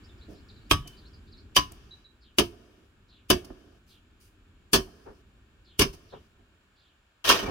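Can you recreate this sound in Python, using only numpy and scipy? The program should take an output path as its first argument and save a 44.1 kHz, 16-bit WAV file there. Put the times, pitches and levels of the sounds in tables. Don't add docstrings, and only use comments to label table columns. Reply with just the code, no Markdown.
import sys
import numpy as np
from scipy import signal
from scipy.fft import rfft, irfft, next_fast_len
from scipy.io import wavfile

SR = 44100
rng = np.random.default_rng(int(sys.argv[2]) if len(sys.argv) > 2 else 0)


def int16_out(signal):
    q = np.round(np.clip(np.atleast_2d(signal).T, -1, 1) * 32767)
    wavfile.write(sys.argv[1], SR, q.astype(np.int16))


N = 331163
SPAN = 22050
AGE = np.arange(SPAN) / SR
TIME = np.arange(N) / SR


def from_db(db):
    return 10 ** (np.asarray(db) / 20)


def rms_one(x):
    return x / np.sqrt(np.mean(x ** 2) + 1e-20)


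def burst_one(x):
    return rms_one(x) * np.sqrt(SR / 10 / x.shape[-1])


def at_hz(points, hz):
    f, value = np.transpose(points)
    return np.interp(np.log(np.maximum(hz, 1)), np.log(f), value)


def gains_in_time(rows):
    s, *columns = np.transpose(rows)
    return [from_db(np.interp(TIME, s, c)) for c in columns]


def pan(db):
    return rms_one(from_db(np.array([[db], [-db]]) / 2))


def add(out, s, x):
    i = int(round(s * SR))
    out[:, i:i + x.shape[-1]] += x[..., :N - i]


def drift(rate, size):
    knots = np.arange(size) * rate / SR
    return np.interp(knots, np.arange(4096), rng.standard_normal(4096))


def colour(x, spectrum):
    size = next_fast_len(x.shape[-1] // 2 + SPAN // 2) * 2
    hz = np.maximum(np.fft.rfftfreq(size, 1 / SR), 1)
    octaves_out = np.abs(np.log2(hz / np.clip(hz, spectrum[0][0], spectrum[-1][0])))
    db = np.maximum(at_hz(spectrum, hz) - 15 * octaves_out, -90)
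    cepstrum = irfft(np.log(from_db(db)))
    response = np.exp(rfft(2 * cepstrum[:size // 2], size) - cepstrum[0])
    return irfft(rfft(x, size) * response)[..., :x.shape[-1]]


def ring(x, hz, t60):
    r, w = from_db(-60 / (t60 * SR)), 2 * np.pi * hz / SR
    return signal.lfilter([np.sin(w), 0, -np.sin(w)], [1, -2 * r * np.cos(w), r * r], x + 1e-18)


# (frequency [Hz], correlation [-1 to 1])
LIKENESS = [(150, .96), (350, .9), (520, .65), (700, .05), (1600, .35), (3200, -.25), (5500, .2),
            (12000, 0)]


def stereo_noise(size, grain_db=0):
    grains = from_db(grain_db * np.minimum(rng.exponential(1, size), 5))
    mid, side = rfft(rng.standard_normal((2, size)) * grains)
    alike = np.clip(at_hz(LIKENESS, np.fft.rfftfreq(size, 1 / SR)), -.98, .98)
    both = np.sqrt(1 + alike) * mid + np.sqrt(1 - alike) * side * [[1], [-1]]
    return rms_one(irfft(both, size))


# (frequency [Hz], time to fall 60 dB [s])
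SHED_T60 = [(60, 1), (150, 0.025), (350, 0.14), (900, .145), (2500, 0.14), (6000, 0.21), (12000, 0.3)]


def in_shed(force, hz, wet_db, grain_db):
    energy = force ** 2
    keep = from_db(-120 / (at_hz(SHED_T60, hz) * SR))
    lingering = signal.lfilter([1 - keep], [1, -keep], energy)
    far = np.cumsum(energy) / SR * from_db(-26.0 - 64 * AGE)
    direct = force * stereo_noise(SPAN, grain_db)
    return direct + from_db(wet_db) * np.sqrt(lingering + far) * stereo_noise(SPAN)


FIRST_ECHOES_S = .012


def first_echoes(x, echo_db, count=8):
    echoes = np.zeros_like(x)
    for side, lags in enumerate(rng.uniform(.001, FIRST_ECHOES_S, (2, count))):
        for lag, sign in zip(lags, rng.choice([-1, 1], count)):
            echoes[side] += sign * np.pad(x[side], (int(lag * SR), 0))[:SPAN]
    return x + from_db(echo_db) * echoes


ROOF_ECHO_S, ROOF_DB = .021, -13.5


def under_roof(x):
    delayed = np.pad(x[::-1], ((0, 0), (int(ROOF_ECHO_S * SR), 0)))[:, :SPAN]
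    return x + from_db(ROOF_DB) * delayed


# (time [s], rumble level [dB], far hiss level [dB])
AIR = [(0.0, -52, -61.5), (1.86, -52.5, -66.5), (2.05, -61.5, -69), (6.17, -60, -67.5), (7.2, -72.5, -69)]
# (frequency [Hz], gain [dB])
RUMBLE = [(15, -12.5), (55, 4.5), (90, 1.5), (145, -10), (220, -8), (400, -12), (480, -22), (800, -51.5)]
HISS = [(350, -16), (550, 0.5), (850, -0.5), (1500, 4), (3200, -1.5), (4500, -9), (6200, -16.5), (7200, -8),
        (8200, -18.5), (11000, -21), (16000, -23)]


def air():
    rumble, hiss = gains_in_time(AIR)
    white = stereo_noise(next_fast_len(N))[:, :N]
    low = rumble * from_db(0.6 * drift(14.0, N)) * rms_one(colour(white, RUMBLE))
    high = hiss * from_db(0.2 * drift(40, N)) * rms_one(colour(white, HISS))
    return low + high


def chirp(length_s, pitches_hz, hoarse, db):
    along = np.minimum(AGE / length_s, 1)
    arch_hz = np.polyval(np.polyfit([0, .5, 1], pitches_hz, 2), along)
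    hz = arch_hz * (1 + hoarse * drift(1100, SPAN))
    note = np.sqrt(along) * (1 - along) * np.sin(2 * np.pi * np.cumsum(hz) / SR)
    trees = rng.standard_normal((2, SPAN)) * from_db(-260 * AGE)
    smeared = signal.fftconvolve(note[None], trees, axes=1)[:, :SPAN]
    heard = burst_one(note) + from_db(-2.5) * burst_one(smeared)
    return from_db(db) * burst_one(heard) * np.sqrt(length_s * 10)


# (time [s], start pitch [Hz], middle pitch [Hz], end pitch [Hz], level [dB])
TWITTERS = [(0.036, 4530, 5020, 4850, -63), (.085, 4100, 3560, 3600, -64.5), (.209, 3670, 4100, 3680, -61),
            (.484, 5200, 3920, 4670, -58.5), (.56, 4100, 3923, 3540, -64.5),
            (0.968, 4780, 4520, 3900, -61.5), (1.047, 3720, 4300, 4600, -61),
            (1.132, 4800, 4730, 4660, -62.5), (1.322, 5100, 3950, 4460, -59.5),
            (1.372, 3980, 4430, 3930, -61)]
# (time [s], length [s], pitch [Hz], level [dB])
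WHISTLES = [(.826, .14, 3040, -58), (1.908, .04, 3940, -50), (2.043, .035, 3900, -57)]
# (time [s], length [s], level [dB])
CALLS_OF_BIRD = [(2.209, 0.13, -66.5), (3.082, 0.16, -65.5), (3.886, 0.12, -65), (5.645, 0.15, -65.5),
                 (6.089, 0.12, -63.5), (6.754, 0.22, -70.5)]
TWITTER_NOTE_S, TWITTER_HOARSE = .04, .055
WHISTLE_SAG, WHISTLE_HOARSE = 0.011, 0.018
CALL_HZ, CALL_HOARSE = (4500, 3400, 2850), .145
CHORUS_END_S, CHORUS_COUNT, CHORUS_HZ, CHORUS_DB = 1.42, 30, (3300, 5500), -72.5


def birds():
    out = np.zeros((2, N))
    for when, first, last in rng.random((CHORUS_COUNT, 3)):
        pitches_hz = np.interp([first, (first + last) / 2, last], [0, 1], CHORUS_HZ)
        note = chirp(TWITTER_NOTE_S, pitches_hz, TWITTER_HOARSE, CHORUS_DB)
        add(out, when * CHORUS_END_S, note)
    for s, *pitches_hz, db in TWITTERS:
        add(out, s, chirp(TWITTER_NOTE_S, pitches_hz, TWITTER_HOARSE, db))
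    for s, length_s, hz, db in WHISTLES:
        add(out, s, chirp(length_s, [hz, hz, hz * (1 - WHISTLE_SAG)], WHISTLE_HOARSE, db))
    for s, length_s, db in CALLS_OF_BIRD:
        add(out, s, chirp(length_s, CALL_HZ, CALL_HOARSE, db))
    return out


# (time [s], length [s], low level [dB], knock level [dB])
BUMPS = [(0.275, 0.069, -47.5, -62), (3.5, 0.0081, -45.5, -54.5), (5.054, 0.051, -49.5, -46),
         (6.122, 0.038, -51, -45.5), (6.39, 0.0094, -65, -69.5), (7.326, 0.021, -36.5, -35),
         (7.412, 0.051, -36.5, -50), (7.471, 0.036, -34, -34)]
# (frequency [Hz], gain [dB])
THUD = [(20, -16), (40, 1.5), (62, 0), (110, -3), (160, -6), (260, -21)]
RIBS = [(110, -14.5), (160, -5), (205, 4.5), (420, 7), (490, -3), (600, -4), (700, -0.5), (850, -42)]
SHOVE = [(200, -18), (420, 11.5), (560, 1.5), (1000, -6.5), (1900, -16.5), (5000, -52)]


def bump(length_s, low_db, knock_db):
    force = np.exp(-(AGE / length_s) ** 2) * (1 - np.exp(-AGE / (0.19 * length_s)))
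    shove = in_shed(force, 270, wet_db=-1.5, grain_db=2.5)
    low = colour(shove, RIBS) + from_db(4.0) * colour(shove, THUD)
    low = from_db(low_db) * burst_one(low) * pan(db=-3.5)
    return low + from_db(knock_db) * burst_one(colour(shove, SHOVE))


# (time [s], length [s], level [dB], lower clicks against the brightest [dB])
SMACKS = [(0.279, 0.06, -68.5, 9), (0.873, 0.0073, -55, 5.5), (1.718, 0.0056, -60.5, -3),
          (3.444, 0.011, -59.5, 8), (3.861, 0.093, -68, 5), (4.197, 0.067, -65.5, 3),
          (5.927, 0.022, -59.5, 7.5)]
# (frequency [Hz], gain [dB])
SPRAY = [(5000, -18.5), (6800, -3), (7500, -6.5), (8400, 1), (13000, -3), (15600, -5), (17000, -17)]
EDGE = [(3600, -13.5), (4400, -1.5), (5100, 2), (5450, -5.5), (5900, -1), (6700, -13), (8000, -28)]
CRACK = [(1600, -34), (2020, -5), (2520, -6), (2800, -2), (3100, -0.5), (3400, -5), (3750, -5), (4200, -13),
         (5200, -31)]


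def smack(length_s, db, lower_db):
    sticking = from_db(4 * drift(22, SPAN))
    swell = (1 - np.exp(-3 * AGE / length_s)) * np.exp(-(AGE / length_s) ** 2)
    clicks = in_shed(sticking * swell, 16000, wet_db=-8.0, grain_db=4.5)
    lower = colour(clicks, EDGE) + colour(clicks, CRACK)
    return from_db(db) * burst_one(colour(clicks, SPRAY) + from_db(lower_db) * lower)


# (mode frequency [Hz], level [dB])
BLADE = [(2260, -9), (2655, -2), (2930, 0), (3130, -1), (3400, -5.5), (4500, -4), (5000, -1.5), (5650, 0),
         (6130, -5), (8050, -5), (10300, -6), (13200, -3)]
BLADE_T60 = .18
GRIP_DETUNE, GRIP_DB = .012, 2.5


def blade_ring(fracture):
    out = 0
    for (hz, db), (shift, swing) in zip(BLADE, rng.standard_normal((len(BLADE), 2))):
        t60 = BLADE_T60 * np.sqrt(BLADE[0][0] / hz)
        mode = burst_one(ring(fracture, hz * (1 + GRIP_DETUNE * shift), t60))
        out = out + from_db(db + GRIP_DB * swing) * mode
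    return burst_one(out)


# (frequency [Hz], gain [dB])
KNOCK = [(450, -22), (600, -4), (850, -5), (1120, 1.5), (1420, -4.5), (1680, -1.5), (1900, -4.5),
         (2300, -31)]
SPINE_DB, SPINE_FOLLOWS, SPINE_T60_S, SPINE_PAIR = -8, 1, 0.18, .91


def backbone_knock(crunch, fracture, knock_hz, hard_db):
    rattle = first_echoes(in_shed(crunch, 1200, wet_db=-4.5, grain_db=-0.5), echo_db=-13)
    modes_hz = (knock_hz, knock_hz * SPINE_PAIR)
    tone = sum(burst_one(ring(fracture, hz, SPINE_T60_S)) for hz in modes_hz)
    tone = from_db(SPINE_DB + SPINE_FOLLOWS * hard_db) * burst_one(tone)
    return burst_one(burst_one(colour(rattle, KNOCK)) + tone)


RIBS_T60_S = .19
RIB_TONE_DB, RIBS_SAG, RIBS_SAG_S = -4, 0.093, 0.04
THUMP_DB, THUMP_HZ, THUMP_T60_S = -10.5, 277, 0.014


def rib_tone(age, hz, swell_s):
    pitch = hz * (1 - RIBS_SAG * (1 - np.exp(-age / RIBS_SAG_S))) * (age > 0)
    swell = (1 - np.exp(-age / swell_s)) * from_db(-60 * age / RIBS_T60_S)
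    return swell * np.sin(2 * np.pi * np.cumsum(pitch) / SR)


def rib_cage(age, crunch, ribs_hz, crunch_s):
    push = np.exp(-age / 0.00087) - np.exp(-age / 0.00039)
    rattle = burst_one(colour(in_shed(crunch, 520, wet_db=1.0, grain_db=3.0), RIBS))
    hum = from_db(RIB_TONE_DB) * burst_one(rib_tone(age, ribs_hz, crunch_s))
    thump = from_db(THUMP_DB) * burst_one(ring(push, THUMP_HZ, THUMP_T60_S))
    return burst_one(rattle + hum + thump)


def flesh_thud(age):
    force = np.exp(-(age / 0.011) ** 2) * (1 - np.exp(-age / 0.0017))
    return burst_one(colour(in_shed(force, 120, wet_db=6.0, grain_db=4.0), THUD))


# (time the edge meets bone [s], crunch length [s], strength [dB],
# hardness: more bone and less ribs [dB], flesh thud level [dB], ribs pitch [Hz], knock pitch [Hz],
# crack pitch [Hz], crack against strength [dB], edge against strength [dB],
# crack left over right [dB], slicing of the fat against the crunch [dB])
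CHOPS = [(0.7106, 0.0046, -25.5, 6.5, -28.5, 310, 1251, 3270, 1, -2.5, -3.5, -10),
         (1.564, 0.0073, -26, 11, -36.5, 312.4, 1119, 3094, 1.5, 3, -2, -4.5),
         (2.3838, 0.017, -27.5, -1.5, -37, 377.5, 1067, 2960, 2.5, -1, 4.5, -19),
         (3.301, 0.011, -24, 0.5, -33.5, 387, 696, 2985, -2, -2, 4, -17.5),
         (4.7312, 0.039, -25, 1, -33, 411.7, 1073, 3430, -1, -1, 2.5, -20),
         (5.7921, 0.036, -26.5, -0.5, -29.5, 427, 1116, 2845, 1, -1.5, 0.5, -19),
         (7.2902, 0.04, -28.5, 5, -45.5, 410, 1132, 3210, 6, 1, -2, -17)]
FAT_S, SLICE_GROWTH_S = .016, 0.004
RIBS_DB, KNOCK_DB, BLADE_DB, SPRAY_DB = 0.5, -4.5, -9, -4
KNOCK_FOLLOWS = 0.43
USUAL_CRUNCH_S, SPLINTER_DB_PER_DOUBLING = 0.032, 1.72
CRACK_RING_DB, CRACK_T60_S = -4, 0.031
JERKS_PER_S, JERK_DB = 220, 3.5


def chop(crunch_s, db, hard_db, thud_db, ribs_hz, knock_hz, crack_hz, crack_db, edge_db, pan_db,
         slice_db):
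    age = np.maximum(AGE - FAT_S, 0)
    treble_db = db + SPLINTER_DB_PER_DOUBLING * np.log2(crunch_s / USUAL_CRUNCH_S)

    pressing = np.exp(np.minimum(AGE - FAT_S, 0) / SLICE_GROWTH_S) * (AGE < FAT_S)
    slicing = from_db(slice_db) * pressing
    bite = np.exp(-age / 0.0079) * (1 - np.exp(-age / 0.00027))
    crunch = np.exp(-(age / crunch_s) ** 4) * (1 - np.exp(-age / 0.00031))
    crunch = crunch * from_db(JERK_DB * drift(JERKS_PER_S, SPAN))
    fracture = (bite + crunch) * stereo_noise(SPAN)

    spray_force = from_db(11.5) * (bite + slicing) + crunch
    spray = first_echoes(in_shed(spray_force, 7300, wet_db=-16.0, grain_db=4.5), echo_db=-17.0)
    spray = from_db(treble_db + SPRAY_DB) * burst_one(colour(spray, SPRAY))
    bone = in_shed(slicing + bite + crunch, 4700, wet_db=-12.0, grain_db=5.0)
    bone = first_echoes(bone, echo_db=-13.0)

    blade = from_db(db + BLADE_DB) * blade_ring(fracture)
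    crack_ring = from_db(CRACK_RING_DB) * burst_one(ring(fracture, crack_hz, CRACK_T60_S))
    crack = burst_one(burst_one(colour(bone, CRACK)) + crack_ring)
    crack = from_db(db + crack_db) * crack * pan(pan_db - 0.5)
    edge = from_db(treble_db + edge_db) * burst_one(colour(bone, EDGE)) * pan(pan_db / 2 + 6.5)
    knock = backbone_knock(crunch, fracture, knock_hz, hard_db)
    knock = from_db(db + KNOCK_DB + KNOCK_FOLLOWS * hard_db) * knock * pan(db=1.0)
    ribs = rib_cage(age, crunch, ribs_hz, crunch_s)
    ribs = from_db(db + RIBS_DB - hard_db) * ribs * pan(db=-5.0)
    thud = from_db(thud_db) * flesh_thud(age)
    return thud + ribs + under_roof(blade + knock + crack + edge) + spray


# (time [s], length [s], first pitch [Hz], last pitch [Hz], level [dB])
RIPS = [(1.564, 0.014, 2980, 3120, -26), (7.272, 0.02, 2850, 3960, -36.5),
        (7.439, 0.044, 2330, 2366, -48.5)]
RIP_HOARSE = .05


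def rip(length_s, start_hz, end_hz, db):
    along = np.minimum(AGE / length_s, 1)
    hz = (start_hz + (end_hz - start_hz) * along) * (1 + RIP_HOARSE * drift(1500, SPAN))
    squeak = along ** 2 * np.sqrt(1 - along) * np.sin(2 * np.pi * np.cumsum(hz) / SR)
    return from_db(db) * burst_one(first_echoes(np.array([squeak, squeak]), echo_db=-19))


# (time [s], level [dB])
PULL = [(7.241, -37.5), (7.27, -34), (7.287, -27)]
# (level against the pull [dB], swelling time [s], fade after the parting [dB per s])
TEAR_PARTS = [(-4, 0.0056, 58), (-2.5, 0.0021, 63), (4.5, 0.0029, 123), (-6, 0.0019, 141)]
PARTING_S = 7.303
SNAPS_PER_S, SNAP_DB = 79, -8


def tearing():
    out = np.zeros((2, N))
    start = PULL[0][0]
    pull_db = np.interp(start + AGE, *np.transpose(PULL))
    apart_s = np.maximum(start + AGE - PARTING_S, 0)

    fibres = stereo_noise(SPAN, grain_db=4.2) * from_db(3.5 * drift(110, SPAN))
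    snap_times = (rng.random(SPAN) < SNAPS_PER_S / SR) + 1e-18
    snaps = signal.lfilter([1], [1, -np.exp(-1 / (0.0012 * SR))], snap_times)
    snaps = from_db(SNAP_DB) * rms_one(snaps * stereo_noise(SPAN))
    rips = first_echoes(fibres + snaps, echo_db=-6.5)

    flesh = burst_one(colour(rips, RIBS)) + from_db(-3.5) * burst_one(colour(rips, THUD))
    flesh = flesh + from_db(4.5) * burst_one(colour(stereo_noise(SPAN), SHOVE))
    bone = burst_one(colour(rips, CRACK) + from_db(-9) * colour(rips, EDGE))
    parts = (flesh, colour(rips, KNOCK), bone, colour(rips, SPRAY))
    for (db, swell_s, fade_db_per_s), part in zip(TEAR_PARTS, parts):
        level = from_db(pull_db + db - fade_db_per_s * apart_s)
        add(out, start, rms_one(part) * (1 - np.exp(-AGE / swell_s)) * level)
    return out


# (time [s], knock level [dB], crack level [dB])
BREAKS = [(7.248, -40.5, -48), (7.273, -38.5, -40), (7.298, -23, -33), (7.318, -44, -37.5),
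          (7.375, -52, -44)]


def bone_break(knock_db, crack_db):
    crackle = in_shed(np.exp(-AGE / 0.0098), 1500, wet_db=-3, grain_db=3.5)
    knock = from_db(knock_db) * burst_one(colour(crackle, KNOCK))
    return knock + from_db(crack_db) * burst_one(colour(crackle, CRACK) + colour(crackle, EDGE))


PEEL_DELAY_S, PEEL_S, PEEL_DB = .2, 0.39, -81.5
SWING_DELAY_S, SWING_S = .137, .02
SWING_LOW_DB, SWING_KNOCK_DB = -56.5, -61.5


def scene():
    out = air() + birds() + tearing()
    for s, *row in CHOPS:
        add(out, s - FAT_S, chop(*row))
        add(out, s + SWING_DELAY_S, bump(SWING_S, SWING_LOW_DB, SWING_KNOCK_DB))
        add(out, s + PEEL_DELAY_S, smack(PEEL_S, PEEL_DB, lower_db=3))
    for source, table in ((bump, BUMPS), (smack, SMACKS), (rip, RIPS), (bone_break, BREAKS)):
        for s, *row in table:
            add(out, s, source(*row))
    return out


CUTOFF_HZ = 16800


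def record(dry):
    dipped = signal.lfilter(*signal.iirnotch(2010, 8, fs=SR), dry)
    dipped = dipped + from_db(-18.5) * (dry - dipped)
    top_cut = signal.cheby2(16, 70, CUTOFF_HZ, fs=SR, output="sos")
    return signal.sosfilt(top_cut, np.tanh(dipped))


dry = scene()
out = record(dry)
int16_out(out)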